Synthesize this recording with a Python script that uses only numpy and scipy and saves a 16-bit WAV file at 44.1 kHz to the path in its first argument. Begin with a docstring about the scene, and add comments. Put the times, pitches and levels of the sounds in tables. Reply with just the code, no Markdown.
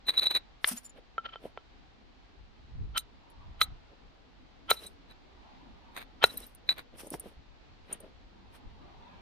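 """Shaping a glassy stone blade in a quiet garden, with a little wind on the microphone.
First the edge is ground, and the grinding stone is tossed onto a heap of waste flakes. A punch is set
on the edge with a few knocks and slides. From about 3 s a wooden club strikes it four times: punch and
blade ring, the edge crackles and chips tinkle down. Last, gloved hands turn the blade over on a
leather lap pad."""
import sys
import numpy as np
from scipy import signal
from scipy.fft import rfft, irfft, next_fast_len
from scipy.io import wavfile
from scipy.ndimage import uniform_filter1d, map_coordinates

SR = 44100
rng = np.random.default_rng(int(sys.argv[2]) if len(sys.argv) > 2 else 0)


def materialize(psi):
    """Save the field psi as 16-bit PCM at rate SR to the path in sys.argv[1].

    A 1-D psi becomes a single channel; in a 2-D psi each row is a channel.
    """
    bounded = np.clip(np.atleast_2d(psi).T, -1, 1)
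    quanta = np.round(bounded * 32767).astype(np.int16)
    wavfile.write(sys.argv[1], SR, quanta)


N = 406161
TIME = np.arange(N) / SR
AGE = np.arange(SR // 5) / SR  # seconds since a hit
SILENT_DB = -120


def amp(db):
    """Turn decibels into a gain."""
    return 10 ** (np.asarray(db) / 20)


def unit(x):
    """Scale to an average (rms) level of 1."""
    return x / np.sqrt(np.mean(x ** 2) + 1e-20)


def along(points, hz):
    """Read between (Hz, value) points on a log frequency axis."""
    freqs, values = np.transpose(points)
    return np.interp(np.log(hz + 1), np.log(freqs + 1), values)


def curve(rows):
    """Join (seconds, value) rows with straight lines."""
    return np.interp(TIME, *np.transpose(rows))


def wobble(rate):
    """A smooth curve through `rate` random values a second."""
    coarse = np.arange(0, N + 8, 8)
    knots = rng.standard_normal(int(N * rate / SR) + 4)
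    return np.interp(np.arange(N), coarse, map_coordinates(knots, [coarse * rate / SR]))


def filtered(x, response):
    """Give each frequency of x the gain response(hz)."""
    size = next_fast_len(N + SR // 2)
    return irfft(rfft(x, size) * response(np.fft.rfftfreq(size, 1 / SR)), size)[..., :N]


def impulse(spectrum, size=1024):
    """A click with this tone colour and an energy of 1."""
    cepstrum = irfft(np.log(amp(along(spectrum, np.fft.rfftfreq(size, 1 / SR)))))
    fold = np.r_[1, np.full(size // 2 - 1, 2), 1, np.zeros(size // 2 - 1)]  # puts the energy first
    click = irfft(np.exp(rfft(cepstrum * fold)))
    return click / np.linalg.norm(click)


def through(x, response):
    """Let every sample of stereo x set off the sound `response`."""
    return signal.fftconvolve(x, np.atleast_2d(response), axes=1)[:, :x.shape[1]]


def pair(alike, size):
    """Left and right white noise: unrelated if alike is 0, the same if 1."""
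    mid, side = rng.standard_normal((2, size))
    turn = np.arccos(alike) / 2
    return np.cos(turn) * mid + np.sin(turn) * np.array([side, -side])


def add(track, start, sound):
    """Mix a sound into the track at `start` seconds."""
    part = track[:, max(round(start * SR), 0):][:, :sound.shape[-1]]
    part += sound[..., :part.shape[1]]


def strokes(rows, steep=1):
    """Rows of (middle s, swell s, dB, ..) become one rising and falling curve per dB column."""
    force = np.zeros((len(rows[0]) - 2, N))
    for middle, swell, *levels in rows:
        near = np.abs(TIME - middle) < 10 * swell
        distance = (TIME[near] - middle) / swell / steep
        force[:, near] += amp(levels)[:, None] / np.cosh(distance) ** (steep ** 2)
    return force


def grains(alike, spiky_db, rate):
    """Friction: tiny catches and slips of uneven size."""
    return unit(pair(alike, N) * amp(spiky_db * np.clip(wobble(rate), -2, 2)))


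def patchy(x):
    """Make the bands of a noise come and go in short patches."""
    bands = signal.stft(x, nperseg=2048)[2]
    patches = uniform_filter1d(rng.standard_normal(bands.shape[1:]), size=5, axis=0)
    patches = uniform_filter1d(patches, size=4, axis=1)
    return unit(signal.istft(bands * amp(4 * unit(patches)), nperseg=2048)[1][:, :N])


def ring(modes, ear_phase, vary_db, attack=0.00083):
    """A struck thing's own tones (modes); each fades by 60 dB in its ring time, t60."""
    hz, db, t60 = np.transpose(modes)[:, :, None]
    fade = amp(db + vary_db * rng.standard_normal(db.shape) - 60 * AGE / t60)
    fade *= 1 - np.exp(-AGE / attack)
    angle = 2 * np.pi * hz * AGE
    return np.array([(fade * np.sin(angle + ear * ear_phase / 2)).sum(0) for ear in (1, -1)])


def singing(modes, ear_phase, drift, flutter_db):
    """Friction keeps each tone going, its phase drifting and its strength fluttering."""
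    out = np.zeros((2, N))
    for hz, db, t60 in modes:
        walk = np.cumsum(rng.standard_normal(N)) * np.sqrt(drift / (t60 * SR))  # short tones drift more
        angle = 2 * np.pi * hz * TIME + uniform_filter1d(walk, size=50)
        out += amp(db + flutter_db * wobble(200)) * np.sin([angle + ear_phase, angle])
    return unit(out)


# How alike the air sounds in both ears. Each row: frequency in Hz, likeness from 0 to 1.
EAR_LIKENESS = [(40, 0.1), (300, 0.026), (1000, 0), (2500, 0.0071), (10000, 0.036)]
def rush(spectrum):
    """Steady stereo noise, a little more alike in the bass."""
    def colour(hz):
        turn = np.arccos(along(EAR_LIKENESS, hz)) / 2
        return amp(along(spectrum, hz)) * [np.cos(turn), np.sin(turn)]
    mid, side = filtered(rng.standard_normal((2, N)), colour)
    return unit(np.array([mid + side, mid - side]))


# Tone colours of still air, distant rush and wind. 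Each row: frequency in Hz, level in dB.
AIR_COLOUR = [(15, -32), (25, -0.5), (54, -1.5), (93, -13.5), (135, -15.5), (172, -17), (264, -15.5),
              (588, -20.5), (749, -16), (1030, -20.5), (1760, -23.5), (4260, -26.5), (7680, -46.5),
              (8780, -59), (15000, -70)]
FAR_COLOUR = [(100, -21), (500, -10.5), (950, 3.5), (1600, -13.5), (4000, -15), (9000, -48.5)]
WIND_COLOUR = [(20, -5), (50, 2), (90, -4), (160, -13.5), (300, -26), (1000, -57.5), (4000, -120)]
# Distant swells and wind puffs. Each row: middle in seconds, swell time in seconds, level in dB.
FAR_SWELLS = [(3.5, .35, -64.5), (5.75, .3, -60.5), (9.1, .35, -58.5)]
WIND_PUFFS = [(2.42, 0.024, -54), (2.82, 0.063, -38.5), (3.47, 0.037, -45.5), (3.7, 0.067, -49.5),
              (8.7, 0.065, -60)]
# Light air between the puffs. Each row: time in seconds, level in dB.
BREEZE = [(0, -71), (9.21, -58.5)]
def garden():
    """Still air, a distant rush that swells slowly, and wind buffeting the microphone."""
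    swell_db, gust_db = 1.2 * wobble(8), 3 * wobble(18)
    still = amp(-59 + 0.55 * wobble(5.6)) * rush(AIR_COLOUR)
    far = strokes(FAR_SWELLS) * amp(swell_db) * patchy(rush(FAR_COLOUR))
    wind = (amp(curve(BREEZE)) + strokes(WIND_PUFFS)) * amp(gust_db) * rush(WIND_COLOUR)
    return still + far + wind


# Tone colour of cloth. Each row: frequency in Hz, level in dB.
CLOTH_COLOUR = [(70, -18), (140, -5.5), (250, 3.5), (380, -5), (600, -11.5), (4000, -51.5)]
# How much the shirt moves. Each row: time in seconds, level in dB.
SHIRT_LEVELS = [(0, -69), (2, -68.5), (6.1, -61), (7.6, -69), (9.21, -58)]
def shirt():
    """The shirt rustles in soft patches."""
    return amp(curve(SHIRT_LEVELS)) * patchy(rush(CLOTH_COLOUR))


# How long the echo lasts. Each row: frequency in Hz, ring time in seconds.
ECHO_TIMES = [(200, .16), (2000, 0.24), (12000, 0.026)]
def echo(x):
    """Sound scatters briefly from the ground and the stones around."""
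    hz, t, bands = signal.stft(rng.standard_normal((2, SR // 3)), SR, nperseg=256)
    tail = signal.istft(bands * amp(-60 * t / along(ECHO_TIMES, hz)[:, None]), SR, nperseg=256)[1]
    tail /= np.linalg.norm(tail[0])
    return through(x, np.pad(tail, ((0, 0), (SR // 200, 0))))  # 5 ms late


# Tones of something hollow. Each row: pitch in Hz, level in dB, ring time in seconds.
HOLLOW_TONES = [(205, 3.5, .1), (238, 3.5, 0.14), (359, -13, 0.11)]
def landing(start=.712, db=-34.5):
    """A soft boom as the grinding stone comes to rest on something hollow."""
    out = np.zeros((2, N))
    add(out, start, amp(db) * ring(HOLLOW_TONES, ear_phase=.2, vary_db=1, attack=.01))
    return out


# Tone colour of stone dust. Each row: frequency in Hz, level in dB.
DUST_COLOUR = [(2000, -30), (5500, -2.5), (7000, -14.5), (9200, -0.5), (10800, -4.5), (14500, -10.5),
               (16000, -27.5)]
def dust(t60, size_db, count=5000):
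    """Tiny splinters, each a brief ping at its own pitch."""
    start, pitch, size, phase = rng.random((count, 4)).T[:, :, None]
    t = AGE[:SR // 100]
    hz = 6000 + 9000 * pitch
    fade = amp(along(DUST_COLOUR, hz) - size_db * np.log(size + 0.0069) - 60 * t / t60)
    where = ((start * N).astype(int) + np.arange(len(t))).ravel()
    pings = [fade * np.sin(2 * np.pi * (hz * t + ear * phase)) for ear in (0, 1)]
    return unit(np.array([np.bincount(where, side.ravel(), N)[:N] for side in pings]))


def heap_motion(start=0.6627, peak_db=-37, gap_s=0.024, growth=1.477, swell_s=0.01):
    """How strongly the flakes move under the tossed stone: five jerks, ever further apart."""
    delays = gap_s * (growth ** np.arange(5) - 1) / (growth - 1)
    past_peak = delays - gap_s
    levels = peak_db + np.minimum(500.5 * past_peak, -122.5 * past_peak)  # rise, fall in dB a second
    return strokes([(start + delay, swell_s, db) for delay, db in zip(delays, levels)])[0]


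# Tone colours of the pad's thump and of rasping. Each row: frequency in Hz, level in dB.
THUMP_COLOUR = [(40, -23), (130, -7.5), (220, 1), (480, 1.5), (620, -1), (900, -10.5), (2000, -45),
                (6000, -77)]
RASP_COLOUR = [(150, -21.5), (600, -2), (1400, -2), (2300, -3.5), (3200, -2.5), (4200, -10.5), (7000, -42),
               (15000, -81)]
# Gloves and blade slide on the pad. Each row: middle and swell time in seconds, then thump, rasp
# and dust levels in dB.
PAD_RUBS = [(.978, 0.011, -51, -60, -79), (1.455, 0.016, -46, -58, -67.5), (3.93, 0.011, -57.5, -77, -100),
            (4.732, 0.01, -50.5, -49, -45), (4.835, 0.024, -56.5, -55.5, -57),
            (6.262, 0.0086, -51.5, -53.5, -43), (6.325, 0.019, -57.5, -58.5, -59),
            (6.42, 0.032, -60, -58, -57), (6.95, 0.0079, -49, -63, -97.5), (7.0, 0.011, -60, -50.5, -49.5),
            (7.05, 0.018, -49, -65, -60), (7.14, .011, -37, -53, -47), (7.265, 0.026, -53.5, -61, -66.5),
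            (7.925, 0.019, -52, -51, -68), (8.04, 0.029, -53, -67, -83), (8.555, 0.011, -76, -58, -64)]
def rubs():
    """Sliding things thump the pad, rasp and crunch dust; the settling heap rasps and crunches too."""
    thump_force, rasp_force, dust_force = strokes(PAD_RUBS)
    heap = heap_motion()
    powder = through(grains(0.24, spiky_db=2.5, rate=700), impulse(DUST_COLOUR))
    thump = through(grains(0.85, spiky_db=5, rate=170), impulse(THUMP_COLOUR))
    rasp = through(grains(0.25, spiky_db=1.5, rate=280), impulse(RASP_COLOUR))
    crunch = amp(-0.5) * powder + amp(-7) * dust(t60=0.014, size_db=2)
    return thump_force * thump + (rasp_force + amp(-5) * heap) * rasp + (dust_force + heap) * crunch


# Tone colour of a flake's tick. Each row: frequency in Hz, level in dB.
TICK_COLOUR = [(1000, -30), (7000, -17.5), (9500, 3), (16000, -7)]
# Thin flakes fall. Each row: start in seconds, tick level in dB, ring level in dB, pitch in Hz.
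FALLING_CHIPS = [(0.6735, -20, -17.5, 9700), (0.683, -26, -20.5, 9370), (0.774, -44, -34, 6880),
                 (.846, -46, -40.5, 7100), (.86, -53, -39, 7170), (0.894, -65, -45.5, 7060),
                 (3.3, -69, -53.5, 9990), (4.742, -50, -40, 12950), (4.865, -39, -35.5, 8530),
                 (5.984, -38, -58, 12100), (6.3726, -28.5, -26.5, 13330), (6.403, -34, -55, 13100),
                 (6.335, -55, -47, 13150), (6.465, -45, -41, 13050), (6.549, -40.5, -52.5, 9300),
                 (7.068, -46, -39, 8970), (7.1035, -26.5, -41, 9200), (7.197, -24, -34.5, 9160),
                 (7.926, -33, -23.5, 9170), (8.002, -58, -42.5, 9250)]
def chips():
    """Each flake ticks, then skitters in uneven touches that make it ring like a tiny plate."""
    out, size = np.zeros((2, N)), len(AGE)
    # Each tick swells in briefly, so it starts softly.
    tick_fade = amp(-60 * AGE / .012) * (1 - np.exp(-AGE / 0.00045))
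    for start, tick_db, ring_db, hz in FALLING_CHIPS:
        tick = through(pair(0, size) * tick_fade, impulse(TICK_COLOUR))
        modes = [(hz * .73, -16, .012), (hz * .96, -9, .008), (hz, 0, .022),
                 (hz * 1.12, -13, .008), (hz * 1.42, -9, .014)]
        touches = pair(.8, size) * amp(6 * rng.standard_normal(size) - 60 * AGE / .04)
        tinkle = through(touches, ring(modes, ear_phase=1.6, vary_db=2))
        for db, sound in (tick_db, tick), (ring_db, tinkle):
            add(out, start, amp(db) * sound / np.abs(sound).max())
    return out


# The punch slides on wood. Each row: middle in seconds, ring level in dB.
PUNCH_DRAGS = [(1.258, -36.5), (1.295, -51), (1.336, -43.5)]
def slides(swell_s=.0052, lead_s=0.0076):
    """The punch rasps and hums when dragged, and when its tip bites the edge just before a blow."""
    drags = [(s, swell_s, db - 3, db) for s, db in PUNCH_DRAGS]
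    bites = [(s - lead_s, swell_s, db - 1.5, db) for s, _, _, _, db, *_ in CLUB_STRIKES]
    rasp_force, hum_force = strokes(drags + bites)
    rasp = through(grains(0.43, spiky_db=5, rate=770), impulse(RASP_COLOUR))
    # Friction favours the upper tones more than a blow does.
    bright = [(hz, db + 17 * np.log2(hz / PUNCH_HZ), t60) for hz, db, t60 in PUNCH_TONES]
    return rasp_force * rasp + hum_force * singing(bright, ear_phase=1.6, drift=4, flutter_db=4)


# Strokes over the edge. Each row: middle and swell time in seconds, grit and ring levels in dB.
EDGE_SCRAPES = [(.092, 0.0079, -32.5, -23), (0.148, 0.014, -46, -48), (.18, .005, -39, -22),
                (.193, .0045, -39, -20.5), (0.233, 0.0085, -33.5, -26.5), (0.268, 0.0069, -39.5, -22.5),
                (0.313, 0.0062, -35, -27), (0.358, 0.0094, -34, -24), (5.11, 0.0088, -55, -56.5),
                (5.979, 0.012, -40.5, -57), (6.017, 0.011, -48, -79), (6.712, 0.011, -40.5, -37),
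                (6.791, 0.011, -43.5, -61)]
# The jolted blade chatters on loose stone. Each row: middle in seconds, ring level in dB.
BLADE_CHATTERS = [(3.625, -36.5), (3.634, -39.5), (4.774, -45.5), (4.794, -49.5), (4.841, -51),
                  (4.869, -48.5), (6.303, -44), (6.376, -52.5), (6.437, -51.5)]
def edge_pressure():
    """Three curves that drive grit, blade ring and splinters as the edge is scraped, crushed, jolted."""
    # Splinters outgrow the grit as the pressure rises.
    scraped = [(s, swell, db, ring_db, 4 + 1.36 * db) for s, swell, db, ring_db in EDGE_SCRAPES]
    breaks = [(s + delay, db) for s, *_, delay, db, _ in CLUB_STRIKES]
    crushed = [(s, CRUSH_SWELL_S, SILENT_DB, db - 7, db) for s, db in breaks]
    trailing = [(s + .015, .006, SILENT_DB, db - 18.5, db - 18) for s, db in breaks]
    chattered = [(s, .006, db - 14, db, db - 14) for s, db in BLADE_CHATTERS]
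    catching = unit(amp(3.5 * np.clip(wobble(330), -2, 2)))
    return catching * strokes(scraped, steep=1.4) + strokes(crushed + trailing + chattered)


# Tone colour of grit. Each row: frequency in Hz, level in dB.
GRIT_COLOUR = [(80, -15), (400, -2), (1300, -2.5), (2400, -0.5), (3000, -11), (3800, -0.5), (4700, -15),
               (5800, -34), (15000, -34)]
def scrapes():
    """Grit catching on the edge makes the blade sing; sharp splinters stir its highest tones."""
    grit_force, song_force, splinter_force = edge_pressure()
    high = [(hz, db / 3 + 0.84 * np.log2(hz / 6000), .008) for hz, db, _ in BLADE_TONES if hz > 5000]
    snaps = grains(0.069, spiky_db=6.5, rate=990)
    splinters = unit(through(snaps, ring(high, ear_phase=1, vary_db=1, attack=0.0006)))
    song = singing(BLADE_TONES, ear_phase=1.1, drift=12, flutter_db=2)
    shed = amp(-9) * dust(t60=.012, size_db=3)
    grit = through(grains(0.06, spiky_db=1.5, rate=800), impulse(GRIT_COLOUR))
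    return grit_force * grit + song_force * song + splinter_force * (splinters + shed)


# Tone colour of breaking stone. Each row: frequency in Hz, level in dB.
CRACK_COLOUR = [(300, -21.5), (2000, -11), (2600, -7), (3400, 3.5), (4400, -9.5), (5500, -8), (9000, -30.5)]
CRUSH_SWELL_S = 0.0026
def cracks():
    """At each blow the edge gives way in a dense crackle of tiny fractures."""
    force, = strokes([(s + delay, CRUSH_SWELL_S, db) for s, *_, delay, _, db in CLUB_STRIKES])
    return force * through(grains(.5, spiky_db=0.5, rate=1500), impulse(CRACK_COLOUR))


# Tone colours of a hit's thud and clack. Each row: frequency in Hz, level in dB.
THUD_COLOUR = [(50, -20.5), (120, -8), (280, -31), (410, 3.5), (700, 2.5), (1000, 1), (1800, -9),
               (3500, -16.5), (6000, -43), (15000, -79)]
CLACK_COLOUR = [(200, -22), (900, -11), (2100, 4), (3000, -2), (3800, -2.5), (4800, -18), (7000, -38.5),
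                (15000, -65)]
# Blade and punch ringing freely. Each row: pitch in Hz, level in dB, ring time in seconds.
BLADE_TONES = [(2100, -36.5, 0.15), (3730, -9.5, 0.06), (3973, 3, 0.051), (6530, -33.5, 0.043),
               (8880, -22.5, 0.016), (12080, -33, 0.068), (12900, -36.5, .05), (14500, -35.5, .07)]
PUNCH_TONES = [(1100, -16.5, 0.017), (1343, 3, 0.044), (1470, -19.5, .025), (3097, -23.5, 0.053),
               (3420, -35, .03)]
PUNCH_HZ = PUNCH_TONES[1][0]  # its main bending tone when held loosely
def hit(thud_db, clack_db, punch_db, blade_db, punch_hz=PUNCH_HZ, tilt_db=0, ring_share=1):
    """One hard contact: a thud and a clack, then punch and blade ring on."""
    punch = [(hz * punch_hz / PUNCH_HZ, db + tilt_db * np.log2(hz / PUNCH_HZ), t60 * ring_share)
             for hz, db, t60 in PUNCH_TONES]
    blade = [(hz, db, t60 * ring_share) for hz, db, t60 in BLADE_TONES]
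    burst = pair(0.5, len(AGE)) * amp(-60 * AGE / 0.017)
    sound = amp(clack_db) * through(burst, impulse(CLACK_COLOUR))
    thud = impulse(THUD_COLOUR)
    add(sound, 0, amp(thud_db) * thud / np.abs(thud).max())
    sound += amp(punch_db) * ring(punch, ear_phase=.9, vary_db=1)
    return sound + amp(blade_db) * ring(blade, ear_phase=1.3, vary_db=1)


# Wood knocks. Each row: start in seconds, thud and punch levels in dB, brightness in dB per octave.
WOOD_TAPS = [(1.1806, -27.5, -20.5, 1.5), (1.358, -32, -40.5, 20.5), (1.575, -27, -41, 12),
             (7.141, -28, -70, 0)]
# Stone meets stone. Each row: start in seconds, clack and blade levels in dB.
STONE_CLACKS = [(0.0937, -29.5, -27), (0.2678, -33, -25), (.31, -39.5, -30), (.359, -30, -30),
                (0.6439, -14.5, -58.5), (6.6901, -19, -15.5), (6.705, -45, -26.5)]
def knocks():
    """The handled tools bump: wood sets the punch ringing, stone the blade."""
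    out = np.zeros((2, N))
    for start, thud_db, punch_db, tilt_db in WOOD_TAPS:
        add(out, start, hit(thud_db, thud_db - 18.5, punch_db, SILENT_DB, tilt_db=tilt_db))
    for start, clack_db, blade_db in STONE_CLACKS:
        add(out, start, hit(clack_db - 31.5, clack_db, SILENT_DB, blade_db))
    return out


# The four blows. Each row: start in seconds, force and thud in dB, punch pitch in Hz, tip bite in dB,
# delay until the edge crushes in seconds (negative is early), splinter and crack levels in dB.
CLUB_STRIKES = [(2.972, -20.5, -48, 1350, -34, 0.0077, -25.5, -28),
                (3.614, -4, -25.5, 1286, -47.5, 0.0037, -24, -27),
                (4.713, -5.5, -10.5, 1330, -27, -0.0047, -24, -30.5),
                (6.24, 1.5, -2.5, 1414, -27.5, 0.0012, -30, -28.5)]
# Clack, punch and blade: their levels in dB at a force of 0 dB, then the dB they gain per dB of force.
BLOW_LEVELS = [-13, -11, -8.5]
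BLOW_SLOPES = [1.1, .6, .93]
def blows():
    """The club strikes the punch; pressed together, punch and blade ring for a shorter time."""
    out = np.zeros((2, N))
    for start, force_db, thud_db, hz, *_ in CLUB_STRIKES:
        clack_db, punch_db, blade_db = np.array(BLOW_LEVELS) + force_db * np.array(BLOW_SLOPES)
        add(out, start, hit(thud_db, clack_db, punch_db, blade_db, hz, tilt_db=-8, ring_share=.55))
    return out


def scene():
    """The work on the lap, its faint echo, the rustling shirt and the garden."""
    work = blows() + knocks() + cracks() + scrapes() + slides() + rubs() + chips() + landing()
    return work + amp(-28) * echo(work) + shirt() + garden()


def record(dry, ceiling=.78, top_hz=15000):
    """Round off the loudest peaks and cut the highest treble."""
    rounded = dry / (1 + np.abs(dry / ceiling) ** 4) ** (1 / 4)
    return filtered(rounded, lambda hz: 1 / (1 + (hz / top_hz) ** 120))


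dry = scene()
out = record(dry)
materialize(out)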